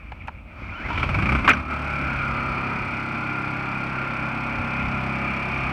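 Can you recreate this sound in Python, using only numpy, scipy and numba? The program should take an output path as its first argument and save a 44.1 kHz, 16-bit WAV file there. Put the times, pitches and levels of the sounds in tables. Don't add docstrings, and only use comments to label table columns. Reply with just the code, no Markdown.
import sys
import numpy as np
from scipy import signal
from scipy.fft import rfft, irfft, next_fast_len
from scipy.io import wavfile
from scipy.ndimage import uniform_filter1d
from numba import njit

SR = 44100
rng = np.random.default_rng(int(sys.argv[2]) if len(sys.argv) > 2 else 0)


def makeup_ratio(level_db):
    decades = np.asarray(level_db, float) / 20
    return 10 ** decades


def transcribe(u):
    v = np.clip(np.atleast_2d(u).T, -1, 1)
    q = np.round(v * 32767).astype(np.int16)
    wavfile.write(sys.argv[1], SR, q)


N = 252252
TIME = np.arange(N) / SR

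# (pitch_hz, level_db per Hz)
COWL_SPECTRUM = [(1000, -26), (1700, -17.5), (1930, -9.5), (2380, 5), (2510, -1.5), (2590, -4),
                 (2750, -10.5), (3600, -27.5), (4680, -52), (7920, -120)]
VALVE_HISS_HZ = 8305


def curve(table):
    s, *columns = np.transpose(table)
    return [np.interp(TIME, s, c) for c in columns]


def unit(x):
    return x / np.sqrt(np.mean(x ** 2))


def noise():
    return rng.standard_normal(N)


def colour(x, points):
    size = next_fast_len(len(x))
    hz = np.maximum(np.arange(size // 2 + 1) * SR / size, 1)
    f, db = np.transpose(points)
    gain = makeup_ratio(np.interp(np.log(hz), np.log(f), db, left=-90, right=-90))
    return unit(irfft(rfft(x, size) * gain, size)[:len(x)])


@njit
def svf(x, hz, width):
    y, band, low = np.empty(len(x)), 0., 0.
    for i in range(len(x)):
        g, k = np.tan(np.pi * hz[i] / SR), width / hz[i]
        v = (band + g * (x[i] - low)) / (1 + g * (g + k))
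        band, low, y[i] = 2 * v - band, low + 2 * g * v, k * v
    return y


def walk(rate):
    k = int(SR / rate)
    held = np.repeat(rng.standard_normal(2000)[:N // k + 1], k)
    return 1.06 * uniform_filter1d(uniform_filter1d(held, k), k)[:N]


def ramp(start_s, length_s):
    return np.clip((TIME - start_s) / length_s, 0, 1)


def engine():
    # (time_s, engine_db, exhaust_side_facing_phone_db)
    loudness = [(0, -45, 0), (.3, -46.5, 0), (.45, -51.5, 4), (.6, -36, 13), (.85, -32.5, 5),
                (1.0, -31.5, 6), (1.2, -28, 5.5), (1.35, -30, 7), (1.42, -29.5, -4.5), (1.55, -29, -0.5),
                (1.64, -37, 3), (1.75, -31.5, -1), (1.9, -29.5, -3), (2.66, -30.5, -1), (3.4, -31, 1),
                (4.4, -31, 0), (5.0, -30, 0.5), (5.72, -29, -2.5)]
    # (time_s, ring_hz, ring_db)
    ring_path = [(0, 1320, -6), (1.0, 1302, -6), (1.25, 1214, -9), (1.6, 1260, 3), (1.9, 1406, 2.5),
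                 (2.25, 1394, 5), (2.6, 1250, 2.5), (3.0, 1394, 0.5), (4.1, 1400, -1), (4.45, 1430, -6),
                 (5.72, 1240, -10.5)]
    engine_db, facing_db = curve(loudness)
    ring_hz, ring_db = curve(ring_path)
    cycles = crank()
    running, settled, governed = ramp(.85, .11), ramp(1.4, .14), ramp(2, .35)
    loose = np.exp(-((TIME - 0.99) / 0.094) ** 2)

    mix = makeup_ratio(facing_db - 1.5) * exhaust(cycles, running, governed)
    mix = mix + governed * makeup_ratio(0.48 * ring_db) * whirr(cycles)
    casing, ring, cowl = shell(cycles, running, settled, loose, ring_hz)
    mix = mix + makeup_ratio(-1.0) * casing + makeup_ratio(ring_db - 11) * ring
    mix = mix + makeup_ratio(-3 - 0.14 * ring_db * running) * cowl
    tick_db = -52 + 1.09 * (engine_db + 29.5)
    return makeup_ratio(engine_db) * mix + makeup_ratio(tick_db) * valve_ticks(cycles, running, settled, loose)


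def crank():
    # (time_s, firing_rate_hz)
    speed = [(0.6, 9), (0.9, 12.7), (1.03, 18.2), (1.14, 22.4), (1.23, 28), (1.3, 32.3), (1.36, 33.1),
             (1.45, 32.4), (1.6, 36.7), (1.7, 36.7), (1.95, 35.8), (2.09, 33.9), (2.3, 33.4), (5.72, 33.35)]
    hz, = curve(speed)
    cycles = np.cumsum(hz * (1 + .003 * walk(3))) / SR
    cycle_start_s = 3.027
    return cycles + (-np.interp(cycle_start_s, TIME, cycles)) % 1


def exhaust(cycles, running, governed):
    # (multiple_of_firing_rate, level_db)
    orders = [(1, -14), (2, -4), (3, -3.5), (4, -0.5), (5, -11.5), (6, -1), (7, -0.5), (8, -8), (9, -10),
              (10, -10), (11, -10.5), (12, -20), (13, -21), (14, -17.5), (15, -35.5), (16, -20), (17, -15),
              (18, -21.5), (19, -23.5), (20, -28), (21, -13), (22, -11.5), (23, -23), (24, -12),
              (25, -20.5), (26, -8), (27, -21), (28, -27.5), (29, -23.5), (30, -8)]
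    # (time_s, once_a_crank_turn_db, twice_a_turn_db)
    thump = [(0, -4, -19), (.9, -13, -8), (1.05, -15, 2), (1.2, 1, 5.5), (1.35, 14.5, 1.5), (1.45, 9.5, 5),
             (1.8, 12.5, 2.5), (2.1, 11, 6), (2.6, 2, 3), (3.4, -8.5, 1), (5.72, 9.5, 7.5)]
    turn_db, stroke_db = curve(thump)
    tones = 0
    for order, db in orders:
        unsettled_db = -10 * (order > 7) * (1 - governed)
        extra_db = {2: turn_db, 4: stroke_db}.get(order, unsettled_db)
        drift = rng.uniform(0, 2 * np.pi) + 0.24 * walk(4.69)
        level = makeup_ratio(db + extra_db + 1.4 * walk(3.104))
        tones = tones + level * np.sin(2 * np.pi * order * cycles + drift)
    return running * tones / np.std(tones[-SR * 3:])


def whirr(cycles):
    # (pitch_hz, level_db)
    lines = [(1200, -44), (1335, -49.5), (1400, -43.5), (1868, -62.5), (2035, -50.5), (2466, -42),
             (3531, -69.5), (4296, -61), (4829, -64.5), (5437, -71.5)]
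    governed_hz, tilt_db_per_khz, wobble_hz = 33.35, -1.2, 2600
    out = 0
    for hz, db in lines:
        level = makeup_ratio(db + 36 + tilt_db_per_khz * hz / 1000 + 2.6 * walk(6))
        wobble = (hz / wobble_hz) ** 2 * walk(30)
        out = out + level * np.sin(2 * np.pi * round(hz / governed_hz) * cycles + wobble)
    return out


def shell(cycles, running, settled, loose, ring_hz):
    # (pitch_hz, level_db per Hz)
    casing_spectrum = [(35, -25.5), (60, -18), (124, -11), (172, -6), (224, -4), (366, -10.5), (435, -20.5),
                       (598, -11), (681, -13), (1400, -7.5), (1900, -19), (2470, -41.5), (4180, -120)]
    knock = unit(1 + settled * (gate(cycles, 1.56, column=2) - 1)) * shake()
    rattle = clatter(cycles, 0.5 * running, 0.924) * knock
    casing = colour(rattle, casing_spectrum) * makeup_ratio(0.84 * walk(10))
    ring = unit(svf(svf(rattle, ring_hz, 280.0), ring_hz, 330.0)) * makeup_ratio(1.1 * walk(4.3))
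    cowl = colour(clatter(cycles, 0.55 * running, 0.83) * knock, COWL_SPECTRUM) * makeup_ratio(.7 * walk(14))
    cup_hz = np.full(N, 2980.)
    cup = unit(svf(svf(rattle, cup_hz, 600.), cup_hz, 600.))
    return casing, ring, cowl + makeup_ratio(-8) * loose * cup


def valve_ticks(cycles, running, settled, loose):
    # (pitch_hz, level_db per Hz)
    tick_spectrum = [(1880, -22), (3200, 1.5), (3970, -5.5), (4270, -1), (4890, -4), (5130, -5.5),
                     (5560, -6.5), (6530, -16), (7530, -20.5), (8380, -22.5), (10600, -29.5),
                     (13600, -26.5), (16000, -43)]
    beat = unit(1 + settled * (gate(cycles, 0.48, column=3) - 1)) * shake() ** 0.76
    ticks = colour(clatter(cycles, .2 * running, .9) * beat, tick_spectrum) * makeup_ratio(4 * loose)
    open_share = 0.41
    valve = shake() * (0.75 + settled * (cycles % 1 < open_share))
    hiss = unit(svf(noise() * valve, np.full(N, 1. 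* VALVE_HISS_HZ), 840.))
    return ticks + makeup_ratio(-16.5) * running * hiss


def clatter(cycles, repeat, memory, size=1323):
    keep = np.clip(memory, 0, .98)
    fresh = rng.standard_normal((200, size))
    turns = signal.lfilter([np.sqrt(1 - keep ** 2)], [1, -keep], fresh, axis=0).ravel()
    tied = turns[(cycles * size).astype(int) % turns.size]
    share = np.clip(repeat, 0, 1)
    return np.sqrt(share) * tied + np.sqrt(1 - share) * noise()


def gate(cycles, base, column):
    # (place_in_cycle 0-1, length_in_cycle 0-1, casing_db, tick_db)
    strokes = [
        (0, 0.06, -6, 7),
        (0.102, 0.25, -12, 4),
        (.3, 1, -15, -5),
        (.5, 0, 2.5, 1),
    ]
    return base + sum(makeup_ratio(row[column]) * np.exp(-((cycles - row[0]) % 1) / row[1]) for row in strokes)


def shake():
    # (start_s, level_db over the engine)
    jolts = [(.797, -3.5), (.811, -6), (0.846, -2), (.858, 4.5), (0.885, 3.5), (.9, 5.5), (.926, 2.5),
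             (0.946, -5), (0.975, 10), (0.995, 5), (1.029, 14.5), (1.09, 10), (1.143, 12), (1.186, 9.5),
             (1.222, 11.5), (1.257, 11.5), (1.29, 16.5), (1.32, 16), (1.35, 16.5), (1.387, 9.5),
             (1.4453, 11), (1.565, -6.5), (1.591, -5.5), (1.7, 5.5), (1.726, 1.5)]
    attack_s, decay_s = 0.00096, 0.011
    out = np.ones(N)
    for s, db in jolts:
        t = np.maximum(TIME - s, 0)
        out = out + makeup_ratio(db) * (1 - np.exp(-t / attack_s)) * np.exp(-t / decay_s)
    return out


def knocks():
    # (start_s, peak_db, ring_hz, edge_db, body_db)
    hits = [(0.119, -5, 800, -43, -39), (0.273, -12, 2490, -15, -30), (0.281, -2, 900, -42, -35),
            (0.285, -12, 1370, -43, -34), (0.618, -21.5, 250, -30, 14), (1.4768, 17.5, 1160, -26, -17),
            (1.483, 9, 1020, -35, -25), (1.488, 16, 1380, -35, -7.5), (1.4928, 12.5, 1310, -13, -11),
            (1.4985, 9.5, 2420, -25, -12), (1.503, 12.5, 2290, -48, -5.5), (1.509, 9, 1300, -40, -16),
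            (1.513, 10, 2158, -47, -8), (1.533, 4.5, 1480, -35, -12), (1.532, -15.5, 5900, -16, -25)]
    size = 3000
    out, t = np.zeros(N), np.arange(size) / SR
    attack_s, decay_s = .0007, 0.0046
    for s, db, ring_hz, edge_db, body_db in hits:
        blow = rng.standard_normal(size) * np.minimum(t / attack_s, 1) * np.exp(-t / decay_s)
        # (pitch_hz, width_hz, level_db)
        parts = [(ring_hz, 220, 0), (1350, 500, -4), (2400, 350, -5), (900, 400, -8),
                 (250, 250, body_db), (5000, 5000, edge_db)]
        hit = 0
        for hz, width, part_db in parts:
            centre = np.full(size, 1. * hz)
            band = svf(svf(svf(blow, centre, 1. * width), centre, 2. * width), centre, 7.7 * width)
            band = band * np.exp(-t * hz / 2500.)
            hit = hit + makeup_ratio(part_db) * band / np.abs(band).max()
        at = int(s * SR)
        out[at:at + size] += makeup_ratio(db - 22.0) * hit
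    return out


def whines():
    # (time_s, pitch_hz, level_db)
    tones = [
        [(.7, 1360, -57), (.73, 1400, -32), (.77, 1424, -37.5), (.81, 1674, -37), (.86, 1970, -34),
         (.89, 2220, -44)],
        [(.89, 925, -48), (.91, 953, -32), (.96, 1000, -30), (1.0, 1090, -55)],
        [(.96, 1280, -36), (.985, 1310, -33), (1.03, 1393, -29), (1.06, 1380, -40)],
        [(.62, 2000, -46), (.7, 2270, -44), (.77, 2850, -45), (.82, 3110, -52)],
    ]
    out = 0
    for table in tones:
        hz, db = curve(table)
        phase = 2 * np.pi * np.cumsum(hz * (1 + 0.049 * walk(120))) / SR
        on = (TIME > table[0][0]) & (TIME < table[-1][0])
        out = out + on * makeup_ratio(db + 3.5 * walk(58.9)) * np.sin(phase)
    return out


def wind():
    # (middle_s, length_s, level_db)
    gusts = [
        (0.22, 0.43, -43),
        (0.664, 0.068, -38),
        (0.89, .06, -39),
        (1.257, 0.29, -25.5),
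        (2.2, 0.33, -40),
        (2.825, 0.055, -39),
        (4.597, 0.054, -36),
        (4.874, 0.057, -34),
        (5.372, .05, -55),
        (5.615, 0.05, -35),
    ]
    # (pitch_hz, level_db)
    spectrum = [(22, -28.5), (32, -12.5), (52, -1.5), (65, -2.5), (95, -5.5), (160, -16), (330, -22.5)]
    strength = makeup_ratio(-50.5) + sum(makeup_ratio(db) * np.exp(-((TIME - s) / length) ** 2) for s, length, db in gusts)
    return strength * makeup_ratio(2.4 * walk(17.0)) * colour(noise(), spectrum)


def hand_rubs():
    # (start_s, length_s, level_db)
    rubs = [
        (0, 0.1, -54),
        (0.135, 0.037, -53),
        (0.191, 0.073, -47),
        (0.336, 0.066, -51),
        (.475, 0.061, -49.5),
    ]
    touch = sum(makeup_ratio(db) * ((TIME > s) & (TIME < s + length)) for s, length, db in rubs)
    return uniform_filter1d(touch, size=300) * makeup_ratio(4.7 * walk(69.5)) * colour(noise(), COWL_SPECTRUM)


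def yard():
    # (pitch_hz, level_db per Hz)
    hum_spectrum = [(120, -30), (200, 7), (458, -10), (528, -0.5), (1400, -15), (1740, -52.5), (2290, -1.5),
                    (3570, -27), (9000, -51.5), (11700, -83), (19800, -120)]
    hum = makeup_ratio(-53 + 2.4 * walk(8.6)) * colour(noise(), hum_spectrum)
    whistle = unit(svf(noise(), np.full(N, 1. * VALVE_HISS_HZ), 160.))
    return hum + makeup_ratio(-87.5) * whistle


def scene():
    hiss = makeup_ratio(-78.5) * noise()
    return (engine() + knocks() + whines() + wind() + hand_rubs() + yard() + hiss)[None]


def low_pass(x):
    return signal.sosfilt(signal.butter(12, 16490, fs=SR, output="sos"), x)


def record(dry):
    held = dry / (1 + np.abs(dry / .72) ** 6) ** (1 / 6)
    return low_pass(held)


dry = scene()
out = record(dry)
transcribe(out)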